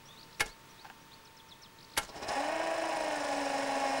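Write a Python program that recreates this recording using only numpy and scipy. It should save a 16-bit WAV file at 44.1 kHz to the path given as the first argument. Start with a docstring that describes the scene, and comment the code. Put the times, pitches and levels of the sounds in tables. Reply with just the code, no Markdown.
"""A garden, close to a trailer's drawbar. The latch snaps twice, with light clacks between;
then a small geared motor spins up and whirrs. Its gear teeth whine and chatter in the housing,
and something rubs once and twice a turn. Far from the microphone a songbird whistles and trills,
over quiet air and the faint hum of a tape camera."""
import sys
import numpy as np
from scipy import signal
from scipy.fft import rfft, irfft
from scipy.io import wavfile

SR = 44100
rng = np.random.default_rng(int(sys.argv[2]) if len(sys.argv) > 2 else 0)


def to_wav(s):
    """Save 16-bit WAV."""
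    ch = np.atleast_2d(s).T  # columns
    pcm = np.round(np.clip(ch, -1, 1) * 32767)  # PCM
    wavfile.write(sys.argv[1], SR, pcm.astype(np.int16))


N = 176400
T = np.arange(N) / SR

# resonances of the motor housing: f/Hz, width/Hz, lift/dB
HOUSING = [(280.5, 14, 3), (452, 43, 3.5), (563, 46, 1.5), (663.5, 60, 6.5), (818.3, 23, 10),
           (976, 52, 7.5), (1101, 49, 7.5), (1475, 59, 5), (1606, 29, 4.5), (1702, 89, 8.5), (1835, 54, 8),
           (1885, 53, 2.5), (2185, 52, 4.5), (2520, 200, 2), (2717, 35, 5.5), (2964, 140, 7),
           (4043, 66, 10.5), (5210, 690, 10), (5590, 45, 7.5), (7020, 130, 2), (7440, 110, 2),
           (7700, 110, 3), (9320, 250, 10.5)]


def amp(db):
    """Decibels to gain."""
    return 10 ** (np.asarray(db) / 20)


def unit(x):
    """Scales to rms 1."""
    return x / np.sqrt(np.mean(x ** 2) + 1e-20)


def curve(table, column=1):
    """One column of a timed table, sample by sample."""
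    rows = np.array(table)
    return np.interp(T, rows[:, 0], rows[:, column])


def read(points, hz):
    """Reads a spectrum on a log-frequency axis."""
    f, value = np.transpose(points)
    return np.interp(np.log(hz + 1), np.log(f), value)


def peaks(resonances, hz):
    """Lift in dB that resonances give at these frequencies."""
    return sum(db / (1 + (2 * (hz - f) / width) ** 2) for f, width, db in resonances)


def colour(x, spectrum, resonances=()):
    """Minimum-phase filter of unit energy: a broad spectrum with resonant peaks."""
    hz = np.fft.rfftfreq(4096, 1 / SR)
    log_gain = np.log(amp(read(spectrum, hz) + peaks(resonances, hz)))
    mirrored = np.r_[log_gain, log_gain[-2:0:-1]]
    taps = np.fft.ifft(np.exp(np.conj(signal.hilbert(mirrored)))).real
    return signal.fftconvolve(x, taps / np.linalg.norm(taps))[:len(x)]


def drift(hz):
    """Random motion of rms 1, up to about this rate."""
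    lowpass = np.exp(-(np.fft.rfftfreq(N, 1 / SR) / hz) ** 2)
    return unit(irfft(rfft(rng.standard_normal(N)) * lowpass, N))


def stroke(start, length, t60, rise=0.0021):
    """Envelope: quick rise, hold, exponential release."""
    return np.clip((T - start) / rise, 0, 1) * amp(-60 * np.maximum(T - start - length, 0) / t60)


def grit(spread_db):
    """Noise clumped into tiny impacts."""
    return unit(rng.standard_normal(N) * amp(spread_db * drift(1050)))


def contacts(table, t60, spread_db):
    """Short gritty contacts between metal parts."""
    return grit(spread_db) * sum(amp(db) * stroke(start, length, t60) for start, length, db in table)


def air():
    """Quiet outdoor air all round the microphone, barely wavering."""
    # air spectrum: f/Hz, relative level/dB
    spectrum = [(25, -6.5), (50, -12), (85, -9), (142, -2.5), (202, -7.5), (475, -9.5), (749, -15),
                (1000, -9), (1760, -14.5), (3730, -17), (6720, -23), (15000, -31.5)]
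    return unit(colour(rng.standard_normal(N), spectrum)) * amp(-57 + .5 * drift(3.7))


def camera_hum():
    """The tape camera's faint, steady tones, right at the microphone."""
    # hum tones: f/Hz, rms level/dB
    tones = [(900, -65), (1799, -73.5), (2522, -76.5), (15624, -72.5)]
    return sum(amp(db) * np.sqrt(2) * np.sin(2 * np.pi * hz * T + 0.17 * drift(5.4)) for hz, db in tones)


def garden_echo(x):
    """Scattered echoes from trailer, car and hedges; the treble dies first."""
    # echo decay: f/Hz, time to fall 63 dB/s
    decay = [(100, 0.66), (1000, 0.35), (4500, 0.38), (12000, 0.16)]
    reflections = rng.standard_normal(SR) * (rng.random(SR) < 2000 / SR)
    hz, t, bands = signal.stft(reflections, SR, nperseg=256)
    tail = signal.istft(bands * 0.00073 ** (t / read(decay, hz)[:, None]), SR, nperseg=256)[1]
    return signal.fftconvolve(x, tail / np.linalg.norm(tail))[:N]


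def songbird():
    """Far off: pure gliding whistles that flatten at their end, and trills of quick upward sweeps."""
    # whistles: t/s, length/s, starting f/Hz, final f/Hz, relative level/dB
    whistles = [(0.053, 0.038, 5400, 6000, -59.5), (0.073, 0.076, 3250, 3740, -61.5),
                (0.16, 0.054, 3250, 4820, -60), (.368, .034, 5400, 6000, -71),
                (0.465, 0.073, 3250, 4720, -61.5), (0.692, 0.03, 5400, 6000, -66.5),
                (0.775, 0.058, 3200, 4840, -63), (1, .038, 5400, 6000, -70),
                (1.113, 0.038, 3200, 4620, -59.5), (1.247, .018, 6200, 4970, -61),
                (1.269, 0.02, 4800, 3240, -67), (1.366, 0.0157, 6200, 4860, -58.5),
                (1.38, .034, 4600, 3060, -63), (1.487, 0.016, 6100, 4800, -61.5),
                (1.504, .032, 4520, 3200, -58), (1.618, 0.024, 6100, 4960, -58.5),
                (1.631, 0.041, 4700, 3000, -60.5)]
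    # trills: t/s, length/s, relative level/dB
    trills = [(0.208, .035, -57.5), (0.306, .05, -62), (1.785, 0.074, -57), (1.896, 0.064, -58.5),
              (2.05, .055, -62)]
    sweeps_per_s, sounding_share, low_hz, high_hz = 53, .6, 3150, 5900
    song = np.zeros(N)
    quiver = 1 + 0.0197 * drift(500)
    for start, length, from_hz, to_hz, db in whistles:
        progress = np.clip((T - start) / length, 0, 1)
        hz = (to_hz + (from_hz - to_hz) * (1 - progress) ** 1.3) * quiver
        envelope = np.sqrt(abs(np.sin(np.pi * progress)))
        song += amp(db) * envelope * np.sin(2 * np.pi * np.cumsum(hz) / SR)
    for start, length, db in trills:
        cycle = np.clip(T - start, 0, length) * sweeps_per_s % 1
        progress = np.minimum(cycle / sounding_share, 1)
        hz = (low_hz + (high_hz - low_hz) * progress) * quiver
        envelope = stroke(start, length, .005) * np.sin(np.pi * progress)
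        song += amp(db) * envelope * np.sin(2 * np.pi * np.cumsum(hz) / SR)
    return song * amp(3 * drift(140))


def spring_rattle():
    """The latch spring rattles just after each snap."""
    # rattles: t/s, length/s, level/dB
    rattles = [(.457, 0.0084, -42.5), (.476, 0.024, -55), (2.014, 0.0092, -49), (2.027, 0.013, -46),
               (2.047, 0.0069, -52)]
    # spring spectrum: f/Hz, relative level/dB
    spectrum = [(200, 0), (900, 1.5), (2200, -6.5), (3200, -8), (5200, -6), (6500, -3.5), (8200, -8),
                (11000, -19), (16000, -32)]
    return colour(contacts(rattles, t60=0.044, spread_db=2.5), spectrum)


def clacks():
    """Metal parts knock lightly between the snaps."""
    # knocks: t/s, length/s, level/dB
    knocks = [(.843, 0.009, -42), (.861, .006, -46), (.898, .006, -48)]
    # clack spectrum: f/Hz, relative level/dB
    spectrum = [(200, -17), (600, -17), (800, 6.5), (1050, -4), (1250, -14), (1550, -1.5), (2000, -18),
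                (2600, -10), (3500, -19), (5300, -21), (9000, -40), (16000, -32)]
    return colour(contacts(knocks, t60=0.056, spread_db=5), spectrum)


def latch():
    """Close by, each snap: a light touch, a grinding crack, ringing metal and the drawbar's low thud."""
    # snaps: t/s, sliding time/s, level/dB, treble lift/dB
    snaps = [(.4035, 0.0063, -24, -11.5), (1.9735, 0.0092, -25, -2)]
    # latch modes: f/Hz, t60/s, relative level/dB in the first snap and in the second
    modes = [(440, 0.14, -13, -22), (659, .12, -11, -12.5), (830, .15, -10, -9), (915, .08, -24, -7),
             (1045, 0.11, -42, -10), (1365, 0.092, -6.5, -3.5), (1585, 0.091, -6, -5),
             (1710, 0.09, -3.5, -16), (2170, 0.057, 0.5, -5.5), (2510, 0.047, -10, -18),
             (2870, 0.065, -7.5, -7), (5650, .05, -10, -10.5), (7500, 0.024, -25, -41)]
    # spectra of the latch's crack and the drawbar's thud: f/Hz, relative level/dB
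    crack_spectrum = [(30, -17), (70, -13), (160, -8.5), (250, -5.5), (400, -7), (900, -14), (1500, -5.5),
                      (2600, -6.5), (3600, -8), (6000, -11.5), (11000, -10), (13000, -26), (16000, -27)]
    thud_spectrum = [(25, 2), (45, 2), (75, -25), (170, -22), (320, -15), (500, -18), (900, -24),
                     (3000, -69)]
    lead_s, crack_t60 = 0.0081, 0.052
    out = np.zeros(N)
    for k, (start, length, db, treble_db) in enumerate(snaps):
        touching = grit(3.4) * stroke(start - lead_s, lead_s, crack_t60)
        touch = colour(touching, crack_spectrum, [(2150, 1200, 16)])
        sliding = grit(0.73) * stroke(start, length, crack_t60)
        crack = colour(sliding, crack_spectrum, [(9000, 16000, treble_db)])
        ring = np.zeros(N)
        for hz, t60, *levels in modes:
            phase = 2 * np.pi * (hz * T + rng.random()) + 0.46 * drift(190)
            ring += amp(levels[k]) * stroke(start, length / 2, t60, rise=.004) * np.sin(phase)
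        thud = colour(rng.standard_normal(N) * stroke(start, length, t60=.28), thud_spectrum)
        out += amp(db) * (amp(-10) * touch + amp(-1) * crack + ring + amp(-19.5) * thud)
    return out


def scrapes():
    """The motor's first slow turns scrape and ring in the housing."""
    # scrapes: t/s, length/s, level/dB
    events = [(2.089, 0.0099, -48.5), (2.155, 0.039, -48), (2.219, 0.018, -41.5), (2.282, 0.011, -39.5)]
    # scrape spectrum: f/Hz, relative level/dB
    spectrum = [(60, -5), (170, -4), (300, 1.5), (450, 1), (700, -6), (1250, -16), (2000, -24),
                (3500, -17.5), (5500, -16.5), (9600, -31), (11000, -38), (15000, -38)]
    return colour(contacts(events, t60=0.11, spread_db=4.0), spectrum, HOUSING)


def rubbing(once_db, twice_db, mesh_cycles):
    """Something rubs: a hiss swells twice a turn, a finer fizz once; both ripple with each tooth."""
    # spectra of the rubbing: f/Hz, relative level/dB
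    hiss_spectrum = [(1000, -4.5), (2500, -13.5), (3500, 0.5), (4600, -3), (5500, -3), (6500, -4),
                     (8000, -13), (11000, -40)]
    fizz_spectrum = [(2000, -34), (5000, -9.5), (6800, 1.5), (8000, 1.5), (9700, -3), (10800, -12.5),
                     (15000, -22)]
    tooth_db = 0.4 * np.cos(2 * np.pi * mesh_cycles)
    hiss = colour(grit(1.3) * amp(0.73 * twice_db + tooth_db), hiss_spectrum, HOUSING)
    fizz = colour(grit(1.8) * amp(once_db + tooth_db), fizz_spectrum, HOUSING)
    return unit(hiss) + amp(-5) * unit(fizz)


def gear_chatter(once_db, mesh_cycles):
    """Uneven tooth impacts and grit knock in the housing, swelling slightly once a turn."""
    # chatter spectrum: f/Hz, relative level/dB
    spectrum = [(100, -23.5), (230, -17), (380, -12.5), (490, -11.5), (620, -1), (780, -1), (1000, -9),
                (1250, -14), (1800, -13.5), (2600, -14.5), (3500, -27.5), (6000, -70)]
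    pulses = np.diff(np.floor(mesh_cycles), prepend=0)
    impacts = unit(pulses * amp(3.5 * rng.standard_normal(N)))
    knocks = (0.54 * impacts + grit(1.18)) * amp(.25 * once_db)
    return unit(colour(knocks, spectrum, HOUSING))


def gear_whine(shaft_hz, turns):
    """Wavering tones of the meshing gears, lifted as they pass through the housing's resonances."""
    # gear tones: multiple of the shaft rate, relative level/dB
    orders = [(11, -57), (12, -41), (13, -58.5), (17, -65), (20, -61), (21, -55), (23, -51), (24, -55.5),
              (25, -46.5), (35, -58), (36, -51.5), (37, -62), (48, -68)]
    start_s, rise_s = 2.345, 0.026
    whine = np.zeros(N)
    for order, db in orders:
        gain = amp(db + peaks(HOUSING, order * shaft_hz) + 1.4 * drift(8))
        whine += gain * np.sin(2 * np.pi * (order * turns + rng.random()))
    return whine * amp(-0.5) * np.clip((T - start_s) / rise_s, 0, 1)


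def motor():
    """Close by, the motor scrapes into motion; whine, chatter and rubbing all follow one shaft."""
    # gear mesh rate: t/s, f/Hz
    mesh_rate = [(2.05, 150), (2.22, 190), (2.3, 247), (2.37, 272), (2.44, 295), (2.51, 313), (2.65, 326),
                 (2.75, 328), (2.86, 325), (3.0, 316), (3.07, 309), (3.14, 297), (3.21, 289), (3.36, 284),
                 (3.5, 279), (3.64, 275), (3.85, 273), (4.0, 269)]
    # motor loudness: t/s, relative chatter level/dB, rubbing hiss level/dB
    loudness = [(2.07, -60, -49), (2.096, -48, -57), (2.112, -55, -77), (2.166, -43.5, -51.5),
                (2.198, -48, -72), (2.23, -37.5, -51), (2.262, -43.5, -66), (2.29, -37, -40),
                (2.31, -32.5, -51), (2.328, -34, -47), (2.536, -34.5, -51.5), (3.284, -35, -47.5),
                (3.994, -33.5, -46.5), (4.0, -48, -52)]
    # swell of the fizz with each turn: t/s, depth/dB
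    swell = [(2.3, 2.5), (3.0, 4.5), (3.3, 2.8), (4, 1.5)]
    teeth, flutter, start_s, rise_s = 12, .002, 2.07, 0.021
    shaft_hz = curve(mesh_rate) / teeth * (1 + flutter * drift(25))
    turns = np.cumsum(shaft_hz) / SR
    once_db = curve(swell) * np.cos(2 * np.pi * (turns - 0.79))
    twice_db = curve(swell) * np.cos(4 * np.pi * (turns - 0.3))
    whine = gear_whine(shaft_hz, turns)
    chatter = gear_chatter(once_db, teeth * turns) * amp(curve(loudness) - 1)
    rub = rubbing(once_db, twice_db, teeth * turns) * amp(curve(loudness, column=2))
    running = np.clip((T - start_s) / rise_s, 0, 1)
    return whine + (chatter + rub) * running + scrapes()


def scene():
    """One microphone: the drawbar near and almost dry, the bird far off with more echo."""
    near = spring_rattle() + latch() + clacks() + motor()
    far = songbird()
    echo = garden_echo(amp(-16) * near + amp(-4) * far)
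    return (near + amp(6.5) * far + echo + air() + camera_hum())[None]


def record(dry):
    """A steep low-pass cuts off the highest treble."""
    edge_hz = 15850
    lowpass = signal.firwin(1023, edge_hz, window=("kaiser", 9), fs=SR)
    return signal.oaconvolve(dry, lowpass[None], "same")


dry = scene()
out = record(dry)
to_wav(out)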